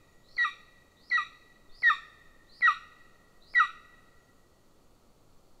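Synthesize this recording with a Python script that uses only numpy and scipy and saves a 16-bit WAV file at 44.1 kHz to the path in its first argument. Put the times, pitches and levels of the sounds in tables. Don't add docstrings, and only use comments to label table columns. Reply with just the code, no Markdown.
import sys
import numpy as np
from scipy import signal
from scipy.fft import rfft, irfft, next_fast_len
from scipy.io import wavfile
from scipy.ndimage import uniform_filter1d

SR = 44100
rng = np.random.default_rng(int(sys.argv[2]) if len(sys.argv) > 2 else 0)


def how_loud(loudness_db):
    steps = np.asarray(loudness_db, float) / 20
    return 10 ** steps


def transcribe(signal):
    frames = np.atleast_2d(signal).T
    limited = np.clip(frames, -1, 1)
    pcm = np.round(limited * 32767).astype(np.int16)
    wavfile.write(sys.argv[1], SR, pcm)


N = 246959
LEAD = SR


def evened(x):
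    return x / np.sqrt(np.mean(x ** 2) + 1e-20)


def read(points, hz):
    f, value = np.transpose(points)
    return np.interp(np.log(hz + 1), np.log(f + 1), value)


def add(mix, s, sound):
    part = mix[LEAD + round(s * SR):][:len(sound)]
    part += sound[:len(part)]


def wobble(n, span):
    once = uniform_filter1d(rng.standard_normal(n), span)
    return evened(uniform_filter1d(once, span))


def band(x, hz, width):
    edges = [hz - width / 2, hz + width / 2]
    return signal.sosfilt(signal.butter(3, edges, "band", fs=SR, output="sos"), x)


def leaf_hiss():
    # f/Hz, level/dB
    floor_colour = [(30, -15), (200, -18), (550, -21), (800, -27), (1400, -31), (1520, -38.5),
                    (3000, -38.5), (4600, -37), (4800, -41), (7000, -38), (9000, -43.5), (15500, -46.5)]
    frames, hz = N // 512 + 5, np.fft.rfftfreq(2048, 1 / SR)
    real, imag, patches = rng.standard_normal((frames, 1025, 3)).T
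    patches = uniform_filter1d(patches, 20, 0)
    patches = evened(uniform_filter1d(patches, 8, 1))
    z = (real + 1j * imag) * how_loud(read(floor_colour, hz)[:, None] + 0.31 * patches)
    hiss = signal.istft(z, nperseg=2048, noverlap=1536)[1][:N]
    return how_loud(-64) * evened(hiss)


def insects():
    # f/Hz, width/Hz, rms level/dB
    chorus_bands = [(1225, 270, -79), (4420, 470, -84)]
    chorus = np.zeros(N)
    for hz, width, db in chorus_bands:
        noise = evened(band(rng.standard_normal(N), hz, width))
        chorus += how_loud(db + 1.2 * wobble(N, 6000)) * noise
    return chorus


def hum():
    hum_hz = 87.7
    return how_loud(-79 + 2.5 * wobble(N, 8000)) * np.sin(2 * np.pi * hum_hz * np.arange(N) / SR)


def rumble():
    edge_hz = 23.45
    lowpass = signal.butter(6, edge_hz, fs=SR, output="sos")
    low = signal.sosfilt(lowpass, rng.standard_normal(LEAD + N))[LEAD:]
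    return how_loud(-61 + 2.5 * wobble(N, 12000)) * evened(low)


def glide(start, end, from_hz, to_hz, peak_db):
    bend = 0.65 * np.pi / 2
    full = 0.3
    u = np.linspace(0, 1, num=40)
    hz = from_hz + (to_hz - from_hz) * np.sin(bend * u) / np.sin(bend)
    fade_in_db = -15 * np.maximum(1 - u / full, 0) ** 2
    thin_out_db = -6 * u ** 4
    octave_db = -28.5 + 12.5 * u + 0.7 * (peak_db + 60)
    return np.transpose([start + (end - start) * u, hz, peak_db + fade_in_db + thin_out_db, octave_db])


def whistle(course):
    s, hz, db, octave_db = np.transpose(course)
    t = np.arange(s[0], s[-1], 1 / SR)
    wavering_hz = np.interp(t, s, hz) * (1 + 0.0031 * wobble(len(t), 60))
    phase = 2 * np.pi * np.cumsum(wavering_hz) / SR
    fuzz = 1 + 0.5 * wobble(len(t), 45)
    tone = fuzz * np.sin(phase) + how_loud(np.interp(t, s, octave_db)) * np.sin(2 * phase)
    level = how_loud(np.interp(t, s, db) + 3.5 * wobble(len(t), 500))
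    return s[0], level * tone * signal.windows.tukey(len(t), 0.1)


def far_bird():
    # start/s, end/s, from/Hz, to/Hz, peak level/dB
    bird_notes = [
        (.02, .28, 6800, 6920, -82),
        (4.17, 4.27, 6750, 6520, -83),
        (3.542, 3.572, 7200, 7480, -68),
        (.905, .955, 6160, 6120, -80),
        (3.645, 3.68, 7500, 7250, -70),
    ]
    mix = np.zeros(LEAD + N)
    for row in bird_notes:
        add(mix, *whistle(glide(*row)))
    return mix[LEAD:]


def pop(t):
    snap = np.exp(-(t / 0.00015) ** 2) - 0.5 * np.exp(-((t - 0.0003) / 0.0002) ** 2)
    ring = 0.8 * (t > 0) * np.exp(-abs(t) / 0.0022) * np.sin(2 * np.pi * 2300 * t)
    puff = 0.12 * np.exp(-(t / 0.0006) ** 2)
    return snap + ring + puff


def opening(s, hz, pip_db, pop_s, pop_db):
    t = np.arange(-0.005, 0.016, 1 / SR)
    pip = np.exp(-(t / 0.0022) ** 2) * np.sin(2 * np.pi * hz * t * (1 - 9 * t))
    return s - 0.005, how_loud(pip_db + 2) * pip + how_loud(pop_db - 4) * pop(t - (pop_s - s))


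def high_course(start, brk, held_hz, sag, peak_db):
    t = np.linspace(0, brk - start, num=80)
    left = t[-1] - t
    u = t / t[-1] / 0.74
    scoop_hz = 350 * np.exp(-(t / 0.0072) ** 2)
    slip_hz = 55.6 * np.exp(-left / 0.007)
    hz = held_hz - sag * t + scoop_hz - slip_hz
    swell_db = (-25 - peak_db) * np.maximum(1 - u, 0) ** 1.4
    ebb_db = -1.5 * (3 * np.maximum(u - 1, 0)) ** 2
    attack_db = -18 * np.exp(-(t / 0.007) ** 2.3)
    cut_db = -15 * np.exp(-left / 0.0022)
    return np.transpose([start + t, hz, peak_db + swell_db + ebb_db + attack_db + cut_db])


def low_course(brk, settled_hz, fall_hz, peak_db, fade_db, lead):
    before_s, top_s, last_s = 0.006, 0.005, 0.058
    t = np.linspace(-lead, last_s, num=100)
    flip_hz = 100 / (1 + np.exp(t / 0.0022 - 1))
    hz = settled_hz + flip_hz - fall_hz * (1 - np.exp(-np.maximum(t, 0) / 0.025))
    rise_db = -30 * np.maximum((top_s - t) / (top_s + before_s), 0) ** 2
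    murmur_db = -17 + 9 * np.minimum(t, 0) / lead
    fade = np.maximum((t - top_s) / (last_s - top_s), 0) ** 1.354
    return np.transpose([brk + t, hz, peak_db + np.maximum(rise_db, murmur_db) + fade_db * fade])


def note(course, partials, lift_db, top_db, breath_db):
    # f/Hz, level/dB
    beak = [(5000, 2), (6500, 15), (7300, 1), (8300, -2), (9000, -14.5), (9700, -0.5), (12000, -1.5)]
    # f/Hz, width/Hz, level/dB
    windpipe = [(1366, 85, -25), (2370, 420, -36.5), (3299, 240, -37), (4300, 520, -41), (7560, 500, -55.5),
                (7460, 6000, -51.5)]
    s, hz, db = np.transpose(course)
    t = np.arange(s[0], s[-1] + 0.002, 1 / SR)
    hz, db = np.interp(t, s, hz), np.interp(t, s, db)
    phase = 2 * np.pi * np.cumsum(hz * (1 + 0.001 * wobble(len(t), 40))) / SR
    weak_db = np.maximum.accumulate(db) - db.max()
    tone = np.sin(phase)
    for k, partial_db in partials:
        effort_db = 0.23 * (abs(k - 1) + 8 * (k % 1)) * weak_db
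        level_db = partial_db + lift_db + (k > 2) * top_db + effort_db + read(beak, k * hz)
        level_db += min(k, 3) * wobble(len(t), 250)
        tone += (k != 1) * how_loud(level_db) * np.sin(k * phase + k)
    air = rng.standard_normal(len(t))
    breath = np.zeros(len(t))
    for f, width, ring_db in windpipe:
        flutter_db = 3.23 * wobble(len(t), 300)
        breath += how_loud(ring_db + breath_db + flutter_db) * evened(band(air, f, width))
    leak = how_loud(-0.5 * weak_db)
    shut = np.clip((t[-1] - t) / 0.003, 0, 1) * np.clip((t - s[0]) / 0.002, 0, 1)
    return s[0], how_loud(db) * (tone + leak * breath) * shut


def eagle():
    # start/s, end/s, from/Hz, to/Hz, peak level/dB
    rises = [
        (0.227, 0.37, 3650, 4840, -65),
        (0.962, 1.109, 3493, 5770, -61),
        (1.691, 1.72, 3560, 3760, -69.5),
        (1.707, 1.813, 4050, 5490, -57.5),
        (2.467, 2.602, 3580, 5460, -58.5),
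        (3.403, 3.531, 3594, 5330, -60.5),
        (0.252, 0.402, 4860, 6256, -69.5),
    ]
    # pip/s, pip f/Hz, pip level/dB, pop/s, pop level/dB
    openings = [
        (.3686, 4330, -36, .3717, -40),
        (1.1025, 4280, -35, 1.1058, -39.5),
        (1.8216, 4420, -39, 1.8241, -35),
        (2.608, 4200, -46, 2.61, -36),
        (3.5365, 4450, -48, 3.5391, -36.5),
    ]
    # start/s, break/s, held f/Hz, sag/(Hz/s), peak level/dB
    high_notes = [
        (0.375, 0.445, 1972, 1150, -21.5),
        (1.108, 1.176, 1986, 1150, -21),
        (1.826, 1.898, 1996, 2600, -16),
        (2.615, 2.675, 1986, 1750, -16.5),
        (3.544, 3.599, 1979, 1350, -16.5),
    ]
    # settled f/Hz, fall/Hz, peak level/dB, fade/dB, lead-in/s
    low_notes = [
        (1278.4, 170, -24.5, -27.5, .006),
        (1308.5, 180, -23.5, -23, 0.0069),
        (1317, 250, -18, -32.5, 0.011),
        (1383.5, 295, -15, -26, .022),
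        (1404, 285, -15, -23.5, 0.02),
    ]
    # high overtones/dB, low overtones/dB, top overtones/dB, breath/dB
    colours = [
        (3.5, 3.5, -2, -3.5),
        (2.5, 2.5, -2.5, -5.5),
        (-1.5, -2.5, 1, -7.5),
        (-1.5, -6, 0, -7),
        (-1.5, -4.5, -1.5, -8.5),
    ]
    # multiple of the pitch, level/dB
    high_partials = [(.5, -39.5), (1, -1.5), (1.5, -44.5), (2, -22.5), (3, -46.5), (4, -53), (5, -49.5),
                     (6, -57)]
    # multiple of the pitch, level/dB
    low_partials = [(1, -0.5), (2, -17.5), (3, -27), (6, -47.5), (7, -51.5)]
    earlier_s, earlier_db = 0.83, 0.5
    mix = np.zeros(LEAD + N)
    for row in rises:
        add(mix, *whistle(glide(*row)))
    for row in openings:
        add(mix, *opening(*row))
    yelps = zip(high_notes, low_notes, colours)
    for i, (high, low, (high_db, low_db, top_db, breath_db)) in enumerate(yelps):
        brk = high[1]
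        snap = how_loud(high[4] - 26.5) * pop(np.arange(-0.001, 0.012, 1 / SR))
        add(mix, brk - 0.002, snap)
        upper = note(high_course(*high), high_partials, high_db, top_db, breath_db)
        lower = note(low_course(brk, *low), low_partials, low_db, top_db, breath_db + 4.5)
        for s, sound in (upper, lower):
            add(mix, s, sound)
            if i == 0:
                add(mix, s - earlier_s, how_loud(earlier_db) * sound)
    return mix


def head_shadow(x):
    # f/Hz, level/dB
    shade = [(3000, 0.5), (4000, -2), (5500, -5.5), (12000, -14)]
    size = next_fast_len(len(x))
    gain = how_loud(read(shade, np.fft.rfftfreq(size, 1 / SR)))
    return irfft(rfft(x, size) * gain, size)[:len(x)]


def echoes(colour, t60, start, rise, spacing):
    taps = np.zeros(2 * SR)
    at = np.arange(round(start * SR), 2 * SR - spacing, spacing)
    taps[at + rng.integers(0, spacing, len(at))] = rng.choice([-1., 1.], len(at))
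    taps *= np.clip((np.arange(2 * SR) / SR - start) / rise, 0, 1)
    hz, t, z = signal.stft(taps, SR, nperseg=256)
    z = z * how_loud(-60 * t / read(t60, hz)[:, None])
    energy = np.sqrt((abs(z) ** 2).sum(1) + 1e-20)
    z *= (how_loud(read(colour, hz)) / energy)[:, None] / 148
    return signal.istft(z, SR, nperseg=256)[1]


def wood(x):
    # f/Hz, level/dB; the beak points away, so the trunks get more treble than the camera
    near_colour = [(300, -21.5), (1200, -17.5), (1900, -12.5), (2600, -3.5), (3900, -0.5), (6000, 1.5),
                   (10000, 2)]
    far_colour = [(300, -27.5), (1200, -32), (1900, -30.5), (2600, -18), (3900, -17.5), (6000, -13),
                  (10000, -20.5)]
    # f/Hz, T60/s
    near_t60 = [(1200, 0.49), (1900, 0.35), (2600, 0.34), (4000, .32), (8000, 0.35), (12000, .15)]
    far_t60 = [(1200, 1.8), (1900, 2.3), (2600, 1.5), (4000, 1.3), (9000, .6)]
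    near = echoes(near_colour, near_t60, start=0.011, rise=0.0096, spacing=60)
    far = echoes(far_colour, far_t60, start=0.051, rise=0.076, spacing=20)
    return signal.fftconvolve(x, near + far)[:len(x)]


def scene():
    forest_floor = leaf_hiss() + insects() + hum() + rumble()
    small_bird = far_bird()
    bird = eagle()
    calls = (head_shadow(bird) + wood(bird))[LEAD:]
    return (forest_floor + small_bird + calls)[None]


def low_pass(x):
    return signal.sosfilt(signal.butter(12, 15670, fs=SR, output="sos"), x)


def record(dry):
    lowpass = signal.firwin(1023, 15770, window=("kaiser", 8), fs=SR)
    mix = signal.oaconvolve(dry, lowpass[None], "same")
    return low_pass(mix)


dry = scene()
out = record(dry)
transcribe(out)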